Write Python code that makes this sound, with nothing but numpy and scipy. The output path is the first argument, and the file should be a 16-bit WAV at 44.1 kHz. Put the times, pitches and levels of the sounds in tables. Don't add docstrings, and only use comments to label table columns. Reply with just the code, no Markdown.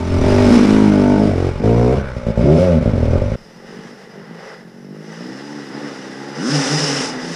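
import sys
import numpy as np
from scipy import signal
from scipy.fft import rfft, irfft
from scipy.io import wavfile

SR = 44100
rng = np.random.default_rng(int(sys.argv[2]) if len(sys.argv) > 2 else 0)


def how_loud(loudness_db):
    steps = np.asarray(loudness_db, float) / 20
    return 10 ** steps


def dump_mix(stems):
    frames = np.atleast_2d(stems).T
    limited = np.clip(frames, -1, 1)
    pcm = np.round(limited * 32767).astype(np.int16)
    wavfile.write(sys.argv[1], SR, pcm)


N = 324135
SECONDS = np.arange(N) / SR
CUT_S = 3.36
OPEN_S, SHUT_S = .025, .035


def to_db(gain):
    return 20 * np.log10(gain + 1e-6)


def rms_one(x):
    return x / np.sqrt(np.mean(x ** 2) + 1e-20)


def in_time(rows):
    s, *columns = np.transpose(rows)
    return [np.interp(SECONDS, s, c) for c in columns]


def bursts(rows, rise_s, fall_s):
    t = np.arange(0, N + 32, 32) / SR
    gains = []
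    for on, off, db in rows:
        ramp = np.minimum((t - on) / rise_s, (off - t) / fall_s) + 1
        gains.append(how_loud(db) * np.clip(ramp, 0, 1) ** 2)
    return np.interp(SECONDS, t, np.max(gains, axis=0))


def drift(rate):
    low_pass = signal.butter(2, rate, fs=SR / 32, output="sos")
    slow = signal.sosfilt(low_pass, rng.standard_normal(N // 32 + 500))[498:]
    return np.interp(np.arange(N) / 32, np.arange(len(slow)), rms_one(slow))


def band(x, low_hz, high_hz, order=4):
    return signal.sosfilt(signal.butter(order, [low_hz, high_hz], "band", fs=SR, output="sos"), x)


def coloured(x, spectrum):
    hz, level_db = np.transpose(spectrum)
    grid = np.log(np.fft.rfftfreq(N, 1 / SR) + 1)
    return irfft(rfft(x) * how_loud(np.interp(grid, np.log(hz), level_db)), N)


def firings(turns, speed, spread_db):
    at = np.flatnonzero(np.diff(np.floor(turns)) > 0) + 1
    clicks = np.zeros(N)
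    clicks[at] = np.sqrt(SR / speed[at]) * how_loud((spread_db * rng.standard_normal(N))[at])
    return clicks


def gate(turns, depth, sharp):
    return 1 - depth + depth * sharp * np.exp(-sharp * (turns % 1))


# time in seconds, firings per second.
NEAR_SPEED = [(0, 42.4), (.24, 42.4), (.28, 49.7), (.48, 48.5), (.54, 62.3), (.61, 52.3), (1.29, 49.6),
              (1.52, 43.1), (1.7, 57.5), (1.89, 62.1), (1.97, 70.5), (2.32, 54.5), (2.39, 56), (2.5, 75),
              (2.64, 95), (2.93, 47.4), (3.07, 36.4), (3.37, 58.7)]
# time in seconds, width in seconds, change in
WAVERS = [(.14, .05, 3), (.215, .03, -5), (.24, .03, -1.5), (.28, .03, 2), (.355, .03, -1), (.41, .025, 1.3),
          (.46, .02, -1), (.62, .03, -3), (.78, .1, 1.3), (1.04, .1, -1.2), (1.22, .045, 3.6),
          (1.35, .03, -3.5), (1.42, .07, -1.2), (1.47, .04, 2.6), (2.07, .03, 2), (2.14, .03, -2),
          (2.64, .025, -2.5), (2.74, .06, 3.2), (2.995, .03, -2), (3.07, .03, 2), (3.1, .03, -3.5),
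          (3.17, .05, 3.8), (3.25, .03, -2.8)]
# time in seconds, distance in metres.
NEAR_DISTANCE = [
    (0, 3.2),
    (.25, 2.32),
    (.55, 1.41),
    (.95, 2.87),
    (1.4, 4),
    (2.05, 4.62),
    (3.36, 4.5),
]
# opens in seconds, shuts in seconds, strength in dB,
# extra ring of the chamber in dB, extra ring of the silencer in dB.
THROTTLE = [(0, 0.114, -7, -3, -6.5), (0.12, 0.37, -2, -5.5, -6), (0.215, 0.498, 0.5, -2.5, -2.5),
            (0.495, 0.656, -8, 5, 5.5), (0.677, 0.896, -3.5, 1.5, 1), (0.922, 1.275, -2.5, -1.5, -2),
            (1.289, 1.382, -4.5, -9, -1.5), (1.38, 1.489, -3, -16.5, -1.5), (1.51, 1.59, -9.5, -28, -16),
            (1.607, 1.625, -21.5, 16, 5), (1.641, 1.759, -1.5, 4, -1.5), (1.766, 1.937, -1, -0.5, -2.5),
            (1.964, 1.995, -0.5, -13, -8), (2.046, 2.145, -17, -31, -14), (2.171, 2.18, -11.5, -10, -13.5),
            (2.2, 2.252, -30, -8, 4), (2.272, 2.304, -7, 2, -4.5), (2.335, 2.362, -30, -6, 5),
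            (2.379, 2.444, -1.5, -1, -8), (2.453, 2.578, -8.5, 9, 3.5), (2.58, 2.697, -9.5, 5.5, 2),
            (2.7, 2.779, -5.5, 4.5, -6.5), (2.819, 2.94, -5, -1.5, -6.5), (2.963, 3.216, -4.5, -12, -4.5),
            (3.237, 3.4, -7, -9, -12)]
# time in seconds, strength in dB against the neighbours.
ODD_FIRINGS = [(1.535, -5), (1.602, 4), (1.956, -3), (1.999, -8), (2.013, 4), (2.169, 4), (2.269, 2),
               (2.323, -4), (2.378, 2), (2.798, -13), (2.83, -2), (2.844, -13), (2.861, 3), (2.896, -3),
               (2.916, -9), (2.96, 0), (3.005, -3), (3.083, -3), (3.11, 1), (3.136, 3), (3.18, -4),
               (3.201, -11), (3.222, 5), (3.242, -3), (3.283, -3), (3.302, -5), (3.32, 0)]


def near_bike():
    speed, = in_time(NEAR_SPEED)
    for s, width, hz in WAVERS:
        speed = speed + hz * np.exp(-((SECONDS - s) / width) ** 2)
    turns = np.cumsum(speed) / SR - .24
    metres, = in_time(NEAR_DISTANCE)
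    octaves = np.log2(speed / 50)
    gas = bursts([row[:3] for row in THROTTLE], OPEN_S, SHUT_S)
    chamber, ring = [bursts([(*row[:2], row[2] + row[k]) for row in THROTTLE], OPEN_S, SHUT_S)
                     for k in (3, 4)]

    reach_db = -4 - 0.24 * to_db(metres)
    shares_db = [to_db(gas + how_loud(-21)) + 1.5 * octaves,
                 to_db(chamber + how_loud(-29.5)) + 3.5 * octaves,
                 to_db(ring + how_loud(-33)) + 6.5 * octaves]
    gas_db = np.interp(SECONDS, [.5, .65, 2.76, 2.84], [-21, -27, -27, -19])

    uneven = np.maximum((gas_db + 26) / 10 * np.where(SECONDS < 1, .25, 1), .8 - 4 * gas)
    turns = turns + .025 * uneven * drift(20)
    clicks = firings(turns, speed, spread_db=.5 + 1.2 * uneven) * how_loud(reach_db)
    strength = np.ones(int(turns[-1]) + 2)
    for s, db in ODD_FIRINGS:
        strength[round(turns[round(s * SR)])] = how_loud(db)
    strength = strength[np.round(turns).astype(int).clip(0)]

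    pipe = exhaust(clicks * strength, shares_db) + intake(clicks)
    flow_db = reach_db + to_db(np.sqrt(gas * ring) + how_loud(-29.5)) + gas_db
    flow = how_loud(flow_db) * rms_one(band(rng.standard_normal(N), 50, 750, order=2))
    scatter = how_loud(-18) * forest(pipe, t60=.35, dull_hz=1500)
    clatter = near_clatter(turns, speed, metres, gas, ring, strength)
    return pipe + flow + scatter + clatter * strength ** 0.026


# pitch in Hz, width in Hz, level in dB.
THUMP = [
    [(48, 30, -21), (91, 16, 24)],
    [(51.7, 85, -14), (101, 45, 13)],
    [(51.7, 48, -10), (93.5, 68, 5)],
    [(48, 33, 11), (91, 34.5, 22), (135, 25, 5)],
    [(66, 76, -17), (102, 35, -23)],
    [(58, 40, 0), (111, 38, 8)],
    [(73.5, 27, -2.5), (157, 34, 3.5)],
]
CHAMBER = [
    [(176, 24, -0.5), (200, 16, -9), (256.8, 24, 7)],
    [(153, 39, -19), (232.6, 51, 12.5), (260, 44, 9.5), (300, 21, -21)],
    [(143, 20, -5), (200, 40, 3.5), (250, 39, 8.5), (298, 21, 1.5)],
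    [(232, 25, -5), (288, 100, 4)],
    [(177, 76, 1.5), (234.5, 16, -3)],
    [(182, 29, -3), (252, 91, 5), (286, 52, -4)],
    [(234, 65, -5), (280, 52, 0)],
]
SILENCER = [
    [(380, 55, 7), (464, 9.9, -1), (612, 57, 3), (750, 72, -10), (890, 47, -12)],
    [(380, 58, 5), (447, 56, 10), (568, 26, -2.5), (680, 96, 2)],
    [(406, 35, 7.5), (468, 34, 1), (597, 73, 2), (684, 37, -2)],
    [(347, 44, 12), (435, 85, 9.5), (553, 63, -5), (755, 75, -1), (950, 120, -18)],
    [(378, 76, 5), (550, 69.5, 17), (607, 63, -3.5)],
    [(399, 50, 4), (460, 44, 11), (560, 37, 4.5), (707, 45, 3.5), (921, 42, -5)],
    [(371, 40, 11), (537, 60, 0.5), (590, 49, 0), (676, 31, -1.5)],
]
# thump in dB, chamber in dB, silencer in dB.
SHARES_DB = [
    (-11.5, -6, -6),
    (-18, -0.4, -8.5),
    (-12, -0.5, -6),
    (-7, -3.5, -4.5),
    (-4.5, -7, -2.5),
    (-5.5, -10.5, -5.5),
    (1, -11.5, -2),
]
SWEEP_S = .0025, 0, 0, 0, 0, 0, .002
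# time in seconds, view number (halves are blends).
VIEW = [(.44, 0), (.54, 1), (.82, 1), (.93, 2), (1.27, 2), (1.36, 3), (1.5, 3), (1.62, 5), (1.95, 5),
        (2.0, 4), (2.41, 4), (2.44, 6), (2.555, 6), (2.59, 4), (2.8, 4), (2.95, 3.5), (3.19, 3.5),
        (3.21, 4)]


def exhaust(clicks, shares_db):
    view, = in_time(VIEW)
    crests_s = [(.002, .0005, -.0015), (.002, 0, 0), (.0025, .0005, .0005), (.002, .0015, -.001),
                (.002, .0015, -.001), (.0068, .0062, 0), (.002, 0, -.003)]
    signs = [(-1, 1, -1), (-1, 1, 1), (-1, 1, 1), (-1, -1, 1), (-1, -1, 1), (-1, -1, 1), (1, 1, -1)]
    pipe, heard = np.zeros(N + 4096), int(CUT_S * SR) + 2048
    for k, bodies in enumerate(zip(THUMP, CHAMBER, SILENCER)):
        seen = np.clip(1 - np.abs(view[:heard] - k), 0, 1) ** .6
        start, stop = np.flatnonzero(seen)[[0, -1]]
        direction = -1 if k in (1, 2) else 1
        parts = zip(shares_db, SHARES_DB[k], bodies, crests_s[k], signs[k])
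        for db, share_db, modes, crest_s, sign in parts:
            pulse = sign * pipe_pulse(modes, crest_s, SWEEP_S[k], direction)
            blows = clicks[start:stop] * seen[start:stop] * how_loud(db[start:stop] + share_db)
            pipe[start:stop + 4095] += signal.oaconvolve(blows, pulse)
    return signal.sosfiltfilt(signal.butter(2, 36, "high", fs=SR, output="sos"), pipe[2048:N + 2048])


def pipe_pulse(modes, peak_s, sweep_s, direction):
    pulse = 0
    for hz, width, db in modes:
        crest_s = peak_s + sweep_s * np.log2(hz / 300)
        t = direction * ((np.arange(4096) - 2048) / SR - crest_s)
        swell = np.maximum(1 + 1.5 * np.pi * width * t, 0)
        pulse = pulse + how_loud(db) * width * swell * np.exp(-swell) * np.cos(2 * np.pi * hz * t)
    return pulse / np.sqrt(np.sum(pulse ** 2))


# starts in seconds, stops in seconds, lead in seconds, level in dB.
GULPS = [
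    (0.066, 0.237, .012, -20.5),
    (1.306, 1.503, 0.0059, -22),
    (2.972, 3.168, .007, -15.5),
]
# pitch in Hz, width in Hz, level in dB.
AIRBOX = [
    (120, 89, 0.5),
    (250, 90, 0),
]


def intake(clicks):
    heard, out = int(CUT_S * SR), np.zeros(N)
    for on, off, lead_s, db in GULPS:
        drawn = (clicks * bursts([(on, off, db)], OPEN_S, SHUT_S))[:heard]
        pulse = pipe_pulse(AIRBOX, -lead_s, 0, direction=1)
        out[:heard] -= signal.oaconvolve(drawn, pulse)[2048:heard + 2048]
    return out


# pitch in Hz, level in dB per Hz.
NEAR_COLOUR = [(500, -10), (850, 11.5), (914, -2), (1040, -3), (1480, -3.5), (1730, -9), (2230, -6.5),
               (2800, -18), (4320, -20), (5240, -18), (6350, -23.5), (10300, -31), (11500, -41),
               (13900, -39), (15100, -63)]
# starts in seconds, stops in seconds, pitch in Hz, width in Hz, level in dB.
NEAR_PANELS = [(.001, .04, 890, 30, -33), (0.232, .3, 950, 40, -33), (.35, .44, 940, 60, -40),
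               (.41, .52, 2300, 200, -45), (.48, .545, 5160, 250, -41), (.52, .6, 1500, 200, -33),
               (.525, .58, 3300, 200, -42), (.612, .625, 1380, 200, -29), (.615, .63, 2200, 400, -33),
               (0.657, .7, 2200, 200, -37), (.76, .874, 950, 45, -25), (0.918, 1.176, 1470, 48, -33.5),
               (1.022, 1.192, 895, 31.48, -26), (1.754, 1.963, 1020, 88, -34), (1.88, 1.973, 558, 50, -33),
               (1.993, 2.113, 1480, 89, -36.5), (2.512, 2.5, 380, 60, -26)]


def near_clatter(turns, speed, metres, gas, ring, strength):
    octaves = np.log2(speed / 50)
    load_db = 0.39 * to_db(ring + how_loud(-17))
    clatter_db = -21 - to_db(metres) + load_db + 3.5 * octaves
    shut = np.clip(1 - 4 * gas, 0, 1)
    treble_db = -5.5 - 1.22 * metres - 4.5 * shut + 0.5 * octaves + 0.1 * to_db(strength)
    treble_db = treble_db + 6.5 * np.exp(-((SECONDS - 2.612) / 0.036) ** 2)
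    clatter = rasp(turns + 0.17, NEAR_COLOUR, clatter_db, treble_db, 860, depth=0.61, sharp=1.15,
                   patchy_db=0.78, air_db=-28.5, still_db=-90, mid_db=0.0, mid_follows=0.68)
    echo = how_loud(-10.0) * band(forest(clatter, t60=0.57, dull_hz=2200), 875, 2200, order=2)
    return clatter + echo + panels(turns, speed, NEAR_PANELS)


# pitch in Hz, width in Hz, level in dB.
FINS = [
    (1480, 27, -24),
    (1940, 25, -15),
    (2895, 110, -5.5),
    (3590, 90, -11.5),
    (4976, 46, 1.5),
    (5306, 110, -3),
    (5540, 28, -12),
    (5876, 130, -1.5),
    (7260, 26, -12),
]


def rasp(turns, spectrum, level_db, treble_db, low_hz, depth, sharp, patchy_db, air_db, still_db,
         mid_db, mid_follows):
    noise = coloured(rng.standard_normal(N) * gate(turns, np.clip(depth, 0, 1), sharp), spectrum)
    rings = 0
    for hz, width, db in FINS:
        wander = how_loud(db + 9.1 * np.tanh(drift(7.8)))
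        rings = rings + wander * signal.lfilter(*signal.iirpeak(hz, hz / width, SR), noise)
    hz, lines = np.fft.rfftfreq(N, 1 / SR), rfft(noise + rings)
    above = [1 / (1 + (edge / (hz + 1)) ** 14) for edge in (low_hz, 2400, 4500, 11300, 15250)]
    body, mid, treble, air = [rms_one(irfft(lines * (lo - hi), N)) for lo, hi in zip(above, above[1:])]
    mid = how_loud(mid_db + mid_follows * treble_db) * mid
    treble = how_loud(treble_db + .5 * drift(3.0)) * treble
    air = (how_loud(level_db + treble_db + air_db) + how_loud(still_db)) * air
    flutter = how_loud(patchy_db * drift(22.0))
    return flutter * (how_loud(level_db) * (body + mid + treble) + air)


def panels(turns, speed, rows):
    edge_s = 0.061
    clicks, out = firings(turns, speed, spread_db=0.5) + 1e-18, 0
    for on, off, hz, width, db in rows:
        shaken = clicks * bursts([(on, off, db)], edge_s, edge_s) * np.sqrt(SR / (np.pi * width))
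        shaken = band(shaken + 1e-18, hz / 2, hz * 2, order=2)
        out = out + signal.lfilter(*signal.iirpeak(hz, hz / width, SR), shaken)
    return out


def second_spot():
    climber, slow = climbing_bike()
    revver, fast = revving_bike()
    yield_db = np.interp(SECONDS, [6.33, 6.42, 7.0, 7.08], [0, -18, -16, 0])
    bikes = how_loud(yield_db) * climber + revver + far_rasp(slow, fast)
    return signal.sosfilt(signal.butter(14, 129, "high", fs=SR, output="sos"), bikes)


# time in seconds, firings per second.
CLIMBER = [(3.37, 39), (3.52, 41), (3.69, 49.5), (4.16, 48.6), (4.32, 56), (4.65, 43.5), (5.0, 52.3),
           (5.11, 53.4), (5.44, 72), (5.57, 73.7), (5.7, 65), (5.8, 74.5), (5.9, 69.8), (6.05, 64.6),
           (6.28, 70.5), (6.7, 74), (6.77, 83.5), (6.83, 82), (6.9, 75), (7.05, 77), (7.19, 83), (7.35, 86)]
# time in seconds, level in dB.
CLIMBER_LEVEL = [(3.37, -43.5), (3.58, -41), (3.8, -33.5), (4.02, -41), (4.33, -34.5), (4.42, -43),
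                 (4.77, -37.5), (4.9, -30.5), (5.1, -31.5), (5.28, -25), (5.4, -30.5), (5.64, -29),
                 (5.74, -27.5), (5.97, -29), (6.31, -28), (7.03, -32), (7.32, -23.5), (7.35, -41)]
# time in seconds, share of noise from 0 to 1.
CLIMBER_ROUGH = [
    (3.37, .6),
    (4.6, .5),
    (4.75, .2),
    (4.85, .04),
    (5.6, .04),
    (5.75, .08),
    (6.0, .05),
    (6.4, .05),
    (6.6, .25),
    (7.35, .1),
]
# pitch in Hz, level in dB per Hz.
FAR_PIPE = [(100, -35), (145, 0), (210, -1.5), (280, 3), (365, -4.5), (450, -18), (620, -32), (850, -37),
            (1500, -50), (3000, -66)]
HIDDEN_PIPE = [(100, -18), (150, 1), (215, 0), (280, -10), (390, -9), (470, -13), (620, -21), (850, -32),
               (1500, -46), (3000, -66)]


def climbing_bike():
    return far_bike(CLIMBER, CLIMBER_LEVEL, CLIMBER_ROUGH, FAR_PIPE, HIDDEN_PIPE)


# time in seconds, firings per second.
REVVER = [(6.3, 66), (6.38, 76), (6.422, 95), (6.49, 136), (6.53, 150), (6.56, 146), (6.59, 136),
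          (6.62, 138), (6.655, 127), (6.71, 146), (6.745, 154), (6.79, 148), (6.85, 154), (6.89, 137),
          (6.95, 145), (7.015, 126), (7.05, 136), (7.2, 125)]
# time in seconds, level in dB.
REVVER_LEVEL = [(6.3, -39), (6.39, -24), (6.45, -18.5), (6.53, -16), (6.6, -21), (6.66, -20.5),
                (6.72, -15.5), (6.77, -33), (6.8, -23), (6.85, -28), (6.9, -20.5), (7.01, -24.5),
                (7.05, -34), (7.199, -27)]
# time in seconds, share of noise from 0 to 1.
REVVER_ROUGH = [
    (6.3, .02),
    (6.55, .02),
    (6.65, .04),
    (7.2, .08),
]
# pitch in Hz, level in dB per Hz.
REV_PIPE = [(100, -35), (150, 0.5), (285, 1.5), (430, -14), (540, -19), (650, -35), (820, -32),
            (1500, -14.5), (3000, -75)]


def revving_bike():
    return far_bike(REVVER, REVVER_LEVEL, REVVER_ROUGH, REV_PIPE)


def far_bike(speeds, levels, roughs, spectrum, hidden=None):
    (speed,), (level_db,), (rough,) = in_time(speeds), in_time(levels), in_time(roughs)
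    turns = np.cumsum(speed * (1 + .004 * drift(12))) / SR
    gas = rng.standard_normal(N) * gate(turns, 0.49, 13.0)
    source = np.sqrt(1 - rough) * firings(turns, speed, spread_db=.7) + np.sqrt(rough) * gas
    pipe = rms_one(coloured(source, spectrum))
    if hidden:
        clear = np.interp(SECONDS, [5.12, 5.3], [0, 1])
        pipe = clear * pipe + (1 - clear) * rms_one(coloured(source, hidden))
    sounding = (SECONDS > levels[0][0]) & (SECONDS < levels[-1][0])
    direct = pipe * how_loud(level_db) * sounding
    return direct + how_loud(-15) * forest(direct, t60=.35, dull_hz=2000), turns


# opens in seconds, shuts in seconds, level in dB, treble in dB.
FAR_THROTTLE = [(3.41, 3.564, -65, 3), (3.7, 3.885, -43, -13.5), (3.984, 4.056, -47.5, -13.5),
                (4.15, 4.3, -46, -27), (4.417, 4.51, -37.5, -20), (5.14, 5.725, -39, -10.5),
                (5.758, 5.916, -33.5, -14), (5.94, 6.324, -36, -11), (6.395, 6.463, -30.5, -12),
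                (6.547, 7.031, -23, -0.5), (7.095, 7.257, -29, -14), (7.27, 7.4, -31, -3.5)]
# pitch in Hz, level in dB per Hz.
FAR_COLOUR = [(250, 17), (420, 7.5), (689, -6), (825, -1.5), (987, -8.5), (2000, -4.5), (2250, -16.5),
              (2950, -19.5), (3180, -21.5), (4350, -21.5), (5130, -7.5), (6530, -16), (10100, -26.5),
              (11700, -45.5), (15100, -42.5)]
# starts in seconds, stops in seconds, pitch in Hz, width in Hz, level in dB.
FAR_PANELS = [
    (4.143, 4.19, 397, 40, -42),
    (5.43, 5.538, 870, 40, -47),
    (6.216, 6.404, 830, 45, -39.5),
    (6.557, 6.755, 790, 70, -31),
    (6.697, 6.826, 174, 35, -27),
    (7.046, 7.114, 850, 40, -33),
]


def far_rasp(slow, fast):
    open_s, shut_s = 0.23, 0.18
    turns = np.where(SECONDS > 6.42, fast, slow)
    body = bursts([row[:3] for row in FAR_THROTTLE], open_s, shut_s)
    bright = bursts([(on, off, db + top_db) for on, off, db, top_db in FAR_THROTTLE], open_s, shut_s)
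    level_db = to_db(how_loud(-46.5) + body)
    treble_db = to_db(how_loud(-60) + bright) - level_db
    hiss = rasp(turns, FAR_COLOUR, level_db, treble_db, 406, depth=0.16, sharp=0.83, patchy_db=0.66,
                air_db=-39, still_db=-70.0, mid_db=-5, mid_follows=0.48)
    return hiss + panels(slow, in_time(CLIMBER)[0], FAR_PANELS)


def forest(x, t60, dull_hz):
    t = np.arange(SR // 2) / SR
    tail = band(rng.standard_normal(len(t)), 73, dull_hz, order=1) * how_loud(-60 * t / t60) * (t > .008)
    return signal.fftconvolve(x, tail / np.sqrt(np.sum(tail ** 2)))[:N]


# rises in seconds, drops in seconds, level in dB.
WIND = [
    [(.2, .5, -20), (.72, .78, -30), (3.12, 3.2, -20)],
    [(3.37, 3.4, -46), (3.5, 3.8, -62), (6.72, 7.4, -55)],
]


def wind(spot, calm_db, top_hz):
    gain = how_loud(calm_db) + bursts(WIND[spot], 0.2, 0.2)
    lumps = band(band(rng.standard_normal(N), 2.6, top_hz, order=1), 4.2, 540, order=1)
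    return gain * how_loud(0.32 * drift(25.0)) * rms_one(lumps)


def scene():
    first = np.clip((CUT_S - SECONDS) / 0.0076, 0, 1)
    near = near_bike() + wind(0, calm_db=-33.5, top_hz=45)
    far = second_spot() + wind(1, calm_db=-65, top_hz=71)
    return (first * near + (first == 0) * far)[None]


def band_limit(x):
    return signal.sosfilt(signal.butter(12, 15260, fs=SR, output="sos"), x)


def record(dry):
    limited = np.tanh(dry / 1.242)
    finished = signal.sosfilt(signal.cheby2(12, 60, 15800, fs=SR, output="sos"), limited)
    return band_limit(finished)


dry = scene()
out = record(dry)
dump_mix(out)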